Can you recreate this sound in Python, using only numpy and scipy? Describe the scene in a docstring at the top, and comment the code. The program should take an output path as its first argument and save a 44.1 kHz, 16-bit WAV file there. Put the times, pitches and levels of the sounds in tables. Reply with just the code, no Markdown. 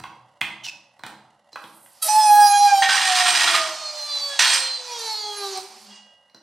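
"""A hydraulic shop press in an echoing workshop, standing to the right of the microphone. Oil is let out past a
valve that chatters in a squeal: overtones of a falling pitch, shaped by the jack body, ending in a low groan.
Before it the jack handle knocks and the valve pin ticks (noise bursts through resonances), and the handle
squeaks (a rough sagging tone) on the release valve, and oil hisses (coloured noise). The return springs lift
the ram and rattle the steel frame (noise through its modes, ringing bars). A faint workshop hum lies under it
all."""
import sys
import numpy as np
from scipy import signal
from scipy.fft import rfft, irfft, next_fast_len
from scipy.io import wavfile
from scipy.ndimage import uniform_filter1d, map_coordinates

SR = 44100
rng = np.random.default_rng(int(sys.argv[2]) if len(sys.argv) > 2 else 0)


def transcribe(signal):
    """Save signal, clipped to [-1, 1], as a 16-bit WAV file at the path in sys.argv[1]."""
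    frames = np.atleast_2d(signal).T
    limited = np.clip(frames, -1, 1)
    pcm = np.round(limited * 32767).astype(np.int16)
    wavfile.write(sys.argv[1], SR, pcm)


N = 283122
T = np.arange(N) / SR  # seconds
TOP_HZ = 15800  # nothing is heard above this


def amp(db):
    """Amplitude of a level in dB."""
    return 10 ** (np.asarray(db) / 20)


def unit(x):
    """x scaled to rms 1."""
    return x / np.sqrt(np.mean(x ** 2) + 1e-20)


def along(points, hz):
    """Read (Hz, value) points at hz on a log axis."""
    f, v = np.transpose(points)
    return np.interp(np.log(hz + 1), np.log(f + 1), v)


def curves(rows):
    """A gate that is open inside the table, then one value per sample for each column after the seconds."""
    s, *cols = np.transpose(rows)
    gate = uniform_filter1d(((T > s[0]) & (T < s[-1])) * 1., size=120)
    return [gate] + [np.interp(T, s, c) for c in cols]


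def wobble(rate):
    """A smooth random curve, rate knots a second."""
    return map_coordinates(rng.standard_normal(int(N * rate / SR) + 4), [T * rate])


def filtered(x, response):
    """x times a complex response of frequency."""
    m = next_fast_len(N + SR)
    return irfft(rfft(x, m) * response(np.fft.rfftfreq(m, 1 / SR)), m)[..., :N]


def modes(table):
    """The causal response of (Hz, width Hz, dB) resonances, summed with alternating sign."""
    def response(f):
        return sum((-1) ** k * amp(db) * 1j * f * width / (c * c - f * f + 1j * f * width)
                   for k, (c, width, db) in enumerate(table))
    return response


def noise(spectrum, lumpy_db):
    """Coloured noise of rms 1, in uneven lumps."""
    lumps = amp(lumpy_db * wobble(150))
    return unit(filtered(rng.standard_normal(N) * lumps, lambda f: amp(along(spectrum, f))))


def workshop_hum():
    """The hum of the workshop: steady coloured noise whose level drifts slowly."""
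    # Spectrum of the room. Each row: frequency in Hz, relative level in dB.
    hum_spectrum = [(24, -55.0), (40, -28.5), (217, -17.0), (410, -31.0), (569, -7.5), (640, -15.0),
                    (720, -10), (1760, -27.5), (1930, -17), (2500, -41.5), (2810, -19.5), (3090, -28.5),
                    (8490, -38.0), (11000, -37.5), (14300, -69.0), (22000, -120), (15800, -72.5)]
    hum_db = -65
    return amp(hum_db + 0.67 * wobble(3)) * noise(hum_spectrum, lumpy_db=4.0)


def knocks():
    """Each contact is a short burst of micro-impacts, strong in its own part of the handle's, valve pin's and
    frame's modes."""
    # Contacts of the handle and of the valve pin (the pin ticks at about 0.99, 1.04, 1.07, 1.53, 1.64 and 6.3
    # s). # Each row: start in seconds, relative level in dB of the 500-1700 Hz burst, then dB over it # of the
    # thud under 500 Hz, of 1.7-4 kHz, of 4-7 kHz and of the part over 7 kHz.
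    contacts = [(0.0, -25.5, -4.5, -15, -11.5, -22.5), (0.038, -17, -42, -11, -22.5, -36),
                (0.41, -17, -14, -8, -18, -16), (0.414, -19.5, -10, 7, -18.5, -23),
                (0.664, -34, -7.5, -4, -9, -24), (0.993, -36.5, -14.5, -13, -6, -20),
                (1.036, -22, -15, -3, -9, -31), (1.065, -22, -11, -9, -11, -17),
                (1.53, -51, 9.5, -23.5, 19, -34), (1.558, -16.5, -27, -12, -31, -51),
                (1.64, -30.5, -6, -1.5, -13.5, -31.5), (1.861, -43, -27, -3, -35, -10),
                (5.574, -36, -5, -3.5, 11.5, 4.5), (6.297, -56.5, -12, -1.5, 10.5, -22),
                (6.346, -36.5, -3, -32, 0.5, -38)]
    # Modes of the handle, the valve pin and the frame. Each row: frequency in Hz, width in Hz, relative level
    # in dB.
    contact_modes = [(125, 12, -3.5), (213, 13, -11), (325.6, 11, -3.5), (747, 63, -13), (950, 140, -5.5),
                     (1100, 54, -7.5), (1540, 290, -9), (2040, 250, 3), (2305, 52, -3.5), (2440, 170, -1),
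                     (3020, 120, -5), (3320, 190, -0.5), (4070, 63, 7.5), (4780, 150, -4.5), (5820, 180, -4),
                     (8450, 1200, -6), (10900, 3000, -21)]
    crack_t60_s, burst_t60_s = .008, .04  # the first contact and the burst that follows
    t, bands = np.arange(SR // 20) / SR, np.zeros((5, N + SR))
    for s, db, *rel_db in contacts:
        envelope = amp(-4 - 60 * t / burst_t60_s) + amp(-0.5 - 60 * t / crack_t60_s)
        burst = rng.standard_normal((5, len(t))) * envelope
        band_db = db + np.insert(rel_db, 1, 0)
        bands[:, round(s * SR):][:, :len(t)] += amp(band_db)[:, None] * burst
    edges_hz, gains_db = [60, 500, 1700, 4000, 7000, 15000], [24.7, 14.26, 6.7, 5.1, 11]
    out = 0
    for band, lo, hi, db in zip(bands, edges_hz, edges_hz[1:], gains_db):
        dense = (np.sqrt(lo * hi), hi - lo, -17)  # many small modes blur together
        out += amp(db) * filtered(band[:N], modes([m for m in contact_modes if lo < m[0] < hi] + [dense]))
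    return out


def squeak():
    """Stick-slip of the valve screw as it turns: a rough sagging tone with its octave, and scraping noise."""
    # Two squeaks. Each row: start in seconds, length in seconds, starting pitch in Hz, relative level in dB.
    turns = [(.634, .034, 3050, -30.5), (0.665, .036, 2684, -34)]
    sag_hz_per_s, fade_db_per_s, rise_s = 3300, 27, .012
    scrape = noise([(300, -62), (2000, -13.0), (3500, -5.5), (5500, -5.5), (8000, -15), (14000, -32)],
                   lumpy_db=-1.5)
    slip, size = 0.02 * wobble(540), amp(5.5 * wobble(300))  # uneven pitch and strength
    out = 0
    for s, length, start_hz, start_db in turns:
        end = (s + length, start_hz - sag_hz_per_s * length, start_db - fade_db_per_s * length)
        gate, hz, db = curves([(s, start_hz, start_db), end])
        phase = 2 * np.pi * np.cumsum(hz * (1 + slip)) / SR
        tone = size * (np.sin(phase) + 0.39 * np.sin(2 * phase))
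        rise = np.clip((T - s) / rise_s, 0, 1)
        out += gate * rise * amp(db) * (0.98 * tone + 0.54 * scrape)
    return out


def oil():
    """Oil forced past the valve seat: a rush and a thin hiss, both wavering."""
    # Flow of the oil. Each row: time in seconds, relative level of the rush in dB, of the hiss in dB.
    flow = [(1.52, -66, -78), (1.638, -67, -54), (1.83, -78.5, -50.5), (2.012, -62.5, -58),
            (2.027, -46, -14.5), (2.085, -35.5, -22), (2.105, -40.5, -36), (2.4, -43.5, -35),
            (2.68, -42, -48), (3.8, -48.5, -55), (4.35, -46.5, -50), (4.88, -50.5, -71), (5.01, -45.5, -43),
            (5.16, -47, -43), (5.22, -55.5, -54), (5.36, -49, -44), (5.57, -45, -48.5), (5.66, -57, -55),
            (5.85, -59.5, -54), (5.96, -58, -94), (6.02, -68.5, -92), (6.2, -89, -95)]
    # Spectra of the rush and of the hiss. Each row: frequency in Hz, relative level in dB.
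    rush_spectrum = [(100, -51.5), (500, -18.5), (800, -2), (1500, -10.5), (2500, -9), (3700, -7.5),
                     (4700, -0.5), (6000, -6.5), (9000, -14), (13000, -52.5), (16000, -58)]
    hiss_spectrum = [(1000, -68), (3000, -35), (5000, -25), (7000, -10.5), (8800, 2.5), (11000, -1),
                     (13000, -2.5), (15800, -37)]
    rush, hiss = noise(rush_spectrum, lumpy_db=1.0), noise(hiss_spectrum, lumpy_db=3.0)
    gate, rush_db, hiss_db = curves(flow)
    rush_level = amp(rush_db + 7.5 + 1.1 * wobble(15))
    hiss_level = amp(hiss_db - 5.5 + 2.0 * wobble(17))
    return gate * (rush_level * rush + hiss_level * hiss)


def squeal(table, jitter):
    """The valve ball shuts once a cycle; each overtone swells as it slides through the body's fine resonances."""
    # Broad colour of the jack body. Each row: frequency in Hz, relative level in dB.
    body_colour = [(600, 18), (1000, 3.5), (1500, -10.5), (2400, -9), (3000, -9.5), (3600, -10.5),
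                   (4150, 1.5), (4700, -1), (5700, -2), (7400, -8), (8600, -2), (11500, -30),
                   (13500, -23.5), (15800, -21)]
    # Fine resonances of the body. Each row: frequency in Hz, width in Hz, relative level in dB.
    swells = [(1170, 31, 1.5), (1602, 40, -4), (2439, 21, -10), (2870, 120, -20), (3292, 49, -8),
              (3950, 36, -6.5), (4103, 50, 1), (4560, 76, -13.5), (4926, 140, -8.5), (5750, 35, -0.5),
              (5620, 41, -6.5), (5944, 34, 0), (6540, 30, -5), (7300, 31, -16), (8360, 33, -29),
              (8600, 49, -16), (9100, 46, -8.5), (8880, 24, -6.5), (9810, 68, -16), (9800, 27, -18),
              (10300, 17, -14), (10600, 37, -0.5), (11100, 42, -14), (11450, 82, -11.5), (12000, 44, -20.5),
              (12300, 51, -20), (12500, 110, -11), (12800, 28, -28)]
    # How overtones follow the force: under 3 kHz, from 4.8 to 7.5 kHz and above.
    # Each row: relative level in dB at middling force, dB gained per dB of force.
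    follow = [(-44, 1.59), (-45, 1.3559), (-52.5, 1.62)]
    middling_db = -40
    full_hz, sharp_db_per_hz = 809.5, 0.18  # sharper closures at the highest pressure lift the top overtones
    rumble_db, rumble_grows = -43, 1.3  # a low rumble rides under the squeal, growing faster than the fundamental

    gate, hz, first_db, force_db, near4k_db = curves(table)
    low, high, top = [db + grows * (force_db - middling_db) for db, grows in follow]
    range_db = low, near4k_db, high, top + sharp_db_per_hz * np.maximum(hz - full_hz, 0)
    on = gate > 0
    slack = (850 / hz) ** 2.1  # the weaker the pressure, the less even the closures
    uneven_hz = hz * (1 + jitter * slack * wobble(90) + 0.000833 * wobble(12))
    phase = (2 * np.pi * np.cumsum(uneven_hz) / SR)[on]
    out = amp(first_db + 1.4 * wobble(24.68))[on] * np.sin(phase)
    for k in range(2, 36):
        f = k * hz[on]
        # crossfade between the four ranges
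        share = [np.clip((f - edge) / 200, 0, 1) for edge in (0, 2900, 4700, 7400, TOP_HZ)]
        db = sum((a - b) * c[on] for a, b, c in zip(share, share[1:], range_db))
        swell_power = sum(amp(2 * g) / (1 + (2 * (f - c) / width) ** 2)
                          for c, width, g in swells if abs(c - f).min() < 6 * width)
        body = np.sqrt(amp(2 * along(body_colour, f) - 15.5) + swell_power)
        level = body * amp(db + 4.5 + 4.7 * wobble(18)[on]) * (f < TOP_HZ)
        out += level * np.sin(k * phase + k * k)
    # every second closure is weaker, by a wavering amount: a line halfway between the first two
    out += amp(first_db - 33 + 4 * wobble(8))[on] * np.sin(1.5 * phase)
    sound = np.zeros(N)
    sound[on] = np.sqrt(2) * gate[on] * out
    rumble = noise([(25, 3), (130, 6), (300, -1), (500, -41), (900, -120)], lumpy_db=6)
    return sound + gate * amp(rumble_grows * first_db + rumble_db) * rumble


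def rattle():
    """Dense coil impacts drive the frame's modes; slips restart them; one thin part sings near 8 kHz."""
    # Springs scraping and shaking the frame. Each row: start in seconds, let-go in seconds, level in dB,
    # fade while held in dB/s, relative level of the low bars in dB, of the bed plate at the start in dB.
    shakes = [(2.887, 3.563, -25.5, -1.5, -5, -36), (4.391, 4.556, -21.5, 22, -8, -34.5)]
    # Coil slips. Each row: time in seconds, relative level in dB, pitch in Hz of the bar that rings,
    # its starting level in dB.
    slips = [(2.822, 3.5, 1850, -19.5), (2.8904, -5.5, 1540, -16), (2.9784, -5.5, 1860, -16.5),
             (3.021, -16, 1850, -26.5), (3.2013, -6.5, 1860, -24.5), (3.2594, -10, 1380, -21),
             (3.3508, -3.5, 1380, -25), (3.4089, -6.5, 1860, -28), (3.474, -3, 1380, -17.5),
             (3.544, -7.5, 1230, -19.5), (4.3909, -7.5, 1840, -30)]
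    # Modes of the frame, the bed plate first. Each row: frequency in Hz, width in Hz, relative level in dB.
    frame_modes = [(338, 32, -18.5), (702, 150, -1.5), (1150, 18, 4.5), (1413, 4, 1), (1566, 54, 3.5),
                   (1870, 78, 0.5), (2423, 50, 2), (2810, 14, 0), (3330, 140, 2), (4003, 59, -3.5),
                   (4070, 38, -6), (4950, 60, -7.5), (5230, 28, 1.5), (5876, 40, -6.5), (6270, 22, -1.5),
                   (6560, 47, -8), (6955, 380, -9), (6940, 32, -10.5), (7235, 180, -10.5),
                   (7650, 76, -11.5), (8220, 19, 0)]
    # Broad colour of the clatter. Each row: frequency in Hz, relative level in dB.
    clatter = [(530, -47.5), (900, -13.5), (1680, -2.5), (1870, -9.5), (2240, -7), (4880, -3.5),
               (7880, -16), (8570, -9), (8890, -8), (15800, -42.5)]
    # A thin part set singing. Each row: loudest moment in seconds, level in dB, rise and fall in dB/s.
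    sings = [(2.95, -34.5, 120.5), (3.29, -26, 64.5), (4.557, -25.5, 154.5)]
    dying_db_per_s, boom_grows_db_per_s = 124.5, 19.5  # after the let-go; bed plate while held
    mid_db, bright_db = -1.5, -9.5
    jolt_t60_s, bar_t60_s = 0.23, 0.24

    def frame(f):
        return amp(along(clatter, f) - 6) + modes(frame_modes[1:])(f) * (f / (f + 900)) ** 2

    shake = 2.52 * wobble(350) + 1.8 * wobble(25)

    def impacts(lo, hi):
        """One band of the frame, with its own unevenness: different coils and bars take turns."""
        hits = rng.standard_normal(N) * amp(shake + 1.1 * wobble(70))
        return unit(filtered(hits, lambda f: frame(f) / (1 + (f / hi) ** 6) / (1 + (lo / (f + 1)) ** 6)))

    edges_hz = [600, 1650, 4150, 8000, 16000]
    low, body, mid, bright = [impacts(lo, hi) for lo, hi in zip(edges_hz, edges_hz[1:])]
    sing = unit(filtered(rng.standard_normal(N), modes([(8400, 27, -1.5), (8330, 4.5, 0)])))
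    bed_plate = modes([(125, 25, -15), frame_modes[0][:2] + (0,)])
    boom = unit(filtered(rng.standard_normal(N), bed_plate))
    out = sing * sum(amp(db - slope * np.abs(T - s)) for s, db, slope in sings)
    for s, let_go, db, fade, low_db, boom_db in shakes:
        held = np.clip(T, s, let_go) - s
        level = (T > s) * amp(db - fade * held - dying_db_per_s * np.maximum(T - let_go, 0))
        bars = body + amp(low_db) * low + amp(mid_db) * mid + amp(bright_db) * bright
        out += level * (bars + amp(boom_db + boom_grows_db_per_s * held) * boom)
    jolt, ringing = 0, 0
    for s, db, bar_hz, bar_db in slips:
        since = np.abs(T - s)
        jolt += amp(db - 20 - 60 * since / jolt_t60_s) * (T > s)
        ringing += amp(bar_db - 60 * since / bar_t60_s) * (T > s) * np.sin(2 * np.pi * bar_hz * (T - s))
    jolted = jolt * (0.54 * low + body + .4 * mid + 0.09 * bright)
    return out + ringing * amp(3.3 * wobble(60)) + jolted


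def groan():
    """At low pressure the valve flutters slowly; its closures ring the ram."""
    # Flutter of the valve. Each row: time in seconds, pitch in Hz, level of the tone in dB,
    # relative level of the buzz in dB.
    flutter = [(5.7, 214, -69, -55), (5.77, 222, -58, -63), (5.792, 223, -75, -62), (5.82, 214, -59, -62),
               (5.918, 205.4, -50, -31.5), (5.95, 209, -62.5, -40.5), (6.12, 208, -96, -56)]
    # The ram's steel. Each row: frequency in Hz, relative level in dB, t60 in seconds.
    ram_steel = [(1600, -7, 0.97), (1960, -6, 1.8), (2230, -21, 0.55), (2800, 1.5, 0.81), (2869, 3.5, 1.1),
                 (3210, -1, 0.43), (3330, 0, 0.41), (4730, 0, 0.4), (5852, -23, .4), (7360, -10.5, 0.3)]
    gate, hz, tone_db, buzz_db = curves(flutter)
    cycles = np.cumsum(hz * (1 + 0.018 * wobble(40))) / SR
    closures = np.diff(np.floor(cycles), prepend=0) * amp(3.1 * wobble(200))  # one pulse a cycle
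    taps = closures + .05 * rng.standard_normal(N)
    rings = [(c, np.log(1000) / np.pi / t60, db - 20 * np.log10(1 / t60)) for c, db, t60 in ram_steel]
    steel = modes(rings + [(4140, 1500, -41.5)])
    scale = np.std(filtered(taps, steel))
    tone = np.sin(2 * np.pi * cycles) + 0.16 * np.sin(4 * np.pi * cycles)
    buzz = filtered(gate * amp(buzz_db - 10.0) * taps, steel) / scale
    return np.sqrt(2) * gate * amp(tone_db) * tone + buzz


def shop(x, alike):
    """Echo of the workshop: noise in which each frequency dies at its own speed, mostly alike in both channels."""
    # Decay of the room. Each row: frequency in Hz, t60 in seconds.
    decay = [(100, 0.82), (260, 0.68), (700, 0.91), (1840, 0.52), (4850, 0.52), (12800, 0.31)]
    hz, t, z = signal.stft(rng.standard_normal((2, SR)), SR, nperseg=256)
    mid, side = signal.istft(z * amp(-60 * t / along(decay, hz)[:, None]), SR, nperseg=256)[1]
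    side = np.diff(side, prepend=0) * (1 - alike)  # the channels differ most in the treble
    tail = np.array([mid + side, mid - side]) / np.linalg.norm(mid)
    delayed = np.pad(x, (300, 0))  # samples before the echo starts
    return signal.fftconvolve(delayed[None], tail, axes=1)[:, :N]


def scene():
    """All sources near the microphone, plus the echo each sends into the workshop."""
    # Valve chatter. Each row: time in seconds, pitch in Hz, relative level of the fundamental in dB,
    # force of the closures in dB, relative level of the overtones near 4 kHz in dB.
    chatter = [(2.07, 855, -79.5, -62.5, -56.5), (2.09, 848, -16.5, -30, -37), (2.19, 862, -13.5, -31, -43),
               (2.3, 834.7, -13, -29, -36), (2.44, 825.6, -12.5, -26.5, -42.5),
               (2.53, 814.2, -14.5, -32, -36), (2.66, 818.6, -12, -32, -37), (2.76, 785.3, -17, -30.5, -33),
               (2.87, 776.3, -20.5, -32, -40), (2.91, 772, -29, -35, -36.5),
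               (3.02, 773.6, -31.5, -44.5, -45), (3.12, 736, -24.5, -46, -33.5),
               (3.28, 724.4, -27, -50, -51), (3.4, 701, -41.5, -39.5, -47.5), (3.66, 636, -31, -46.5, -47),
               (3.79, 618.2, -50.5, -41, -41), (3.955, 600.2, -40, -44.5, -38.5),
               (4.125, 582.2, -52, -41, -33), (4.3, 562.3, -41, -40, -32), (4.47, 542.5, -54.5, -44, -30),
               (4.63, 522, -45, -46, -29.5), (4.72, 519.4, -57, -56, -33.5), (4.89, 488.8, -44.5, -41, -42),
               (5.07, 442, -42, -39, -38), (5.16, 429.5, -53.5, -42, -36.5), (5.4, 406.1, -38.5, -43, -43),
               (5.585, 376, -35, -41.5, -43.5), (5.62, 381, -74, -66, -65)]
    # A rough lower note as the valve cracks open. Each row: time in seconds, pitch in Hz, then in dB
    # the fundamental, the force of the closures and the overtones near 4 kHz.
    catch = [(2.018, 645, -59.5, -50.5, -48.5), (2.027, 654, -51.5, -32.5, -31),
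             (2.07, 639, -31, -40, -42.5), (2.097, 644, -53, -41.5, -43.5)]
    hum, blows, screw = workshop_hum(), knocks(), squeak()
    valve = squeal(catch, jitter=0.0041) + squeal(chatter, jitter=.0015) + groan()
    steel = rattle() + oil()
    wet = amp(-11.0) * valve + amp(-5.5) * steel + amp(-1.5) * blows + amp(-9.0) * screw + amp(-4.5) * hum
    return valve + steel + blows + screw + hum + shop(wet, alike=0.4)


def record(dry):
    """The press stands to the right; the microphone bends loud peaks a little unevenly and is deaf to deep bass."""
    # Balance of the two channels. Each row: frequency in Hz, left minus right in dB.
    lean = [(100, 1), (350, 0), (700, -2.5), (1300, -2.5), (2400, -2.5), (4400, -2), (8100, -5), (15000, 2)]
    bent = (dry + .012 * dry ** 2) / (1 + np.abs(dry / 0.69) ** 4) ** (1 / 4)

    def microphone(hz):
        sides = amp(np.outer([.5, -.5], along(lean, hz)))
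        return sides * (hz < TOP_HZ) / (1 + (80 / (hz + 1)) ** 2)

    return filtered(bent, microphone)


dry = scene()
out = record(dry)
transcribe(out)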